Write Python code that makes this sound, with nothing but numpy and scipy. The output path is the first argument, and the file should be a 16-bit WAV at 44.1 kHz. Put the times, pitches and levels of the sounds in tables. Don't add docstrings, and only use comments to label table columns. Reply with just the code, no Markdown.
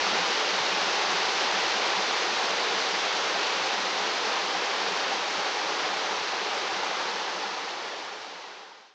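import sys
import numpy as np
from scipy import signal
from scipy.fft import rfft, irfft, next_fast_len
from scipy.io import wavfile

SR = 44100
rng = np.random.default_rng(int(sys.argv[2]) if len(sys.argv) > 2 else 0)


def generate_wav(sig):
    pcm = np.round(np.clip(np.atleast_2d(sig).T, -1, 1) * 32767).astype(np.int16)
    wavfile.write(sys.argv[1], SR, pcm)


def gain_from_decibels(decibels):
    exponent = np.asarray(decibels, float) / 20
    return 10 ** exponent


N = 394254
SECONDS = np.arange(N) / SR
FIRST_RATE_HZ = 16000


def rms_one(x):
    return x / np.sqrt(np.mean(x ** 2) + 1e-20)


def drift(rate):
    r = np.exp(-80 * np.pi * rate / SR)
    noise = rng.standard_normal(N // 40 + 2002)
    slow = signal.lfilter([1], [1, -2 * r, r * r], noise)[2000:]
    return np.interp(np.arange(N) / 40, np.arange(len(slow)), rms_one(slow))


def ring(clicks, hz, t60):
    r = gain_from_decibels(-60 / (t60 * SR))
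    w = 2 * np.pi * hz / SR
    return signal.lfilter([0, np.sin(w)], [1, -2 * r * np.cos(w), r * r], clicks + 1e-18)


def grains(per_s, spread_db):
    sizes = gain_from_decibels(spread_db * np.minimum(rng.exponential(1, N), 4))
    signs = rng.choice([-1, 1], N)
    return rms_one(sizes * signs * (rng.random(N) < per_s / SR))


def coloured(x, spectrum):
    size = next_fast_len(N)
    hz = np.maximum(np.fft.rfftfreq(size, 1 / SR), 1)
    table_hz, table_db = np.transpose(spectrum)
    return rfft(x, size) * gain_from_decibels(np.interp(np.log(hz), np.log(table_hz), table_db)), hz


def blips(events, rise_s, trim_db):
    out = np.zeros(N + SR)
    t = np.arange(SR // 4) / SR
    shape = (t / rise_s * np.exp(1 - t / rise_s)) ** 2
    for s, peak_db, hz in events:
        at = max(round((s - 0.4 * rise_s) * SR), 0)
        tone = np.sin(2 * np.pi * hz * t * (0.966 + 0.3 * t))
        out[at:at + len(t)] += gain_from_decibels(peak_db + trim_db) * shape * tone
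    return out[:N]


# (time [s], turn [0-1])
MICROPHONE_TURN = [(0.0, 0.04), (1.0, 0), (2.5, 0.17), (4.4, 0.41), (5.2, 0.64), (7.0, 1), (8.94, 1.18)]


def microphone_turn():
    s, turn = np.transpose(MICROPHONE_TURN)
    return np.interp(SECONDS, s, turn)


# (frequency [Hz], level [dB])
ROAR_COLOUR = [(25, -52.5), (160, -23), (188, -15), (235, -16.5), (320, -8), (430, -3), (705, -5),
               (755, 0.5), (1100, -3), (1900, -5.5), (4400, -7.5), (6100, -13.5), (7330, -25), (8000, -37)]


def cascade(treble_db, bass_db):
    bass_hz, middle_hz, treble_hz = 336, 1000, 2300
    roar, hz = coloured(rng.standard_normal(N), ROAR_COLOUR)
    crackle, hz = coloured(grains(per_s=900.0, spread_db=4.0), ROAR_COLOUR)
    droplets = np.clip(0.37 / (1 + (7000 / hz) ** 3.0), 0, 0.95)
    water = np.sqrt(1 - droplets) * roar + np.sqrt(droplets) * crackle
    surge_db = 0.18 * drift(1.8) + 0.23 * drift(15.0)
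    treble_change_db = treble_db - treble_db[:SR].mean()
    bass_change_db = bass_db - bass_db[:SR].mean()
    step = 0.4
    out = 0
    for centre in 30 * 2 ** np.arange(0, 8.6, step):
        band = np.clip(1 - np.abs(np.log2(hz / centre)) / step, 0, 1)
        part = irfft(water * band)[:N]
        up = np.clip(np.log(centre / middle_hz) / np.log(treble_hz / middle_hz), 0, 1.3)
        down = np.clip(np.log(middle_hz / centre) / np.log(middle_hz / bass_hz), 0, 1)
        colour_db = up * treble_change_db + down * bass_change_db
        lumpy_db = 2.5 if centre < 240 else 0.33 + 0.11 * up
        out = out + part * gain_from_decibels(colour_db + lumpy_db * drift(20.0) + surge_db)
    middle_band = signal.butter(4, [500, 1500], "band", fs=SR, output="sos")
    return out / np.std(signal.sosfilt(middle_band, out[:2 * SR]))


def bubbles():
    clicks = grains(per_s=250.0, spread_db=3.5)
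    clicks = clicks * gain_from_decibels(3.0 * drift(4.5))
    pitches = np.geomspace(420, 2600, num=16)
    dealt = rng.integers(0, len(pitches), N)
    rings = sum(ring(clicks * (dealt == k), hz, 18.0 / hz) for k, hz in enumerate(pitches))
    band = signal.butter(3, [300, 4000], "band", fs=SR, output="sos")
    return rms_one(signal.sosfilt(band, rings))


# (time [s], peak level [dB], pitch [Hz])
HAND_THUDS = [(0.0, -51, 60), (0.12, -50, 135), (0.6, -49, 125), (1.07, -57, 100), (1.97, -52, 135),
              (3.12, -60, 55), (3.21, -65, 120), (3.63, -57, 135), (4.83, -57, 135), (5.37, -54, 120),
              (6.2, -57, 90), (6.72, -55, 121), (7.0, -59, 101), (8.04, -60, 110)]


def hand():
    return blips(HAND_THUDS, rise_s=0.014, trim_db=-0.5)


# (time [s], peak level [dB], pitch [Hz])
STRONG_GLUGS = [(0.063, -43, 192), (0.119, -37, 219), (0.188, -38, 183), (0.528, -40, 194),
                (0.723, -37, 195), (0.844, -46, 199), (1.082, -40, 204), (1.133, -41, 178),
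                (1.189, -43, 202), (1.28, -44, 204), (1.552, -39, 195), (1.744, -42, 207),
                (1.966, -42, 198), (2.501, -41, 195), (2.74, -43, 196), (2.93, -41, 194), (3.598, -43, 188),
                (3.773, -40, 199), (3.83, -42, 196), (3.919, -44, 191), (4.002, -42, 194),
                (4.258, -45, 216), (4.433, -43, 203), (4.558, -42, 189), (4.826, -42, 210),
                (4.915, -40.5, 190), (5.894, -45, 186), (6.098, -42, 194), (7.349, -42.5, 192.8),
                (7.457, -42, 207)]


def air_pocket():
    count = 34
    chance = rng.standard_normal((count, 3))
    jitter = np.clip(0.3 * chance[:, 0], -0.5, 0.5)
    s = (np.arange(count) + 0.5 + jitter) * N / SR / count
    peak_db = -49 + 2 * chance[:, 1]
    pitch_hz = 195 + 12 * chance[:, 2]
    weak_glugs = np.transpose([s, peak_db, pitch_hz])
    return blips([*STRONG_GLUGS, *weak_glugs], rise_s=0.0202, trim_db=-3.5)


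# (time [s], peak level [dB], pitch [Hz])
BIG_BUBBLES = [
    (0.065, -27, 1270),
    (3.36, -25, 764),
    (4.549, -25, 790),
    (6.832, -23, 860),
    (7.436, -24, 870),
    (8.717, -23, 960),
]


def plops():
    return blips(BIG_BUBBLES, rise_s=0.004, trim_db=-0.5)


def scene():
    turn = microphone_turn()
    water = cascade(treble_db=-1.8 * turn, bass_db=-0.8 * turn) + gain_from_decibels(-14.0) * bubbles()
    water = gain_from_decibels(-30.5 - 2.5 * turn) * water
    fade_start_s, fade_end_s = 7.03, 9.01
    fade = np.clip((fade_end_s - SECONDS) / (fade_end_s - fade_start_s), 0, 1)
    mono = fade * (water + hand() + air_pocket() + plops())
    return np.array([mono, mono])


# (frequency [Hz], level against the mirrored sound [dB])
MIRROR_COLOUR = [(8000, 2), (8800, -19), (9600, -39.5), (10000, -63), (10500, -52), (12400, -56.5),
                 (13150, -52), (13600, -54.5), (13950, -66.5), (14400, -53.5), (14900, -52.5),
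                 (15250, -71.5), (15700, -65)]


def mirror_image(low):
    flipped = 2 * low * np.cos(2 * np.pi * FIRST_RATE_HZ * SECONDS)
    image, hz = coloured(flipped, MIRROR_COLOUR)
    return irfft(image * (hz >= FIRST_RATE_HZ / 2) * (hz < FIRST_RATE_HZ))[:N]


def low_pass(x):
    return signal.sosfilt(signal.butter(12, 15700, fs=SR, output="sos"), x)


def record(dry):
    sound, hz = coloured(dry[0], [(1, 0), (SR, 0)])
    low = irfft(sound * (hz < FIRST_RATE_HZ / 2))[:N]
    mono = low + mirror_image(low)
    return low_pass(np.array([mono, mono]))


dry = scene()
out = record(dry)
generate_wav(out)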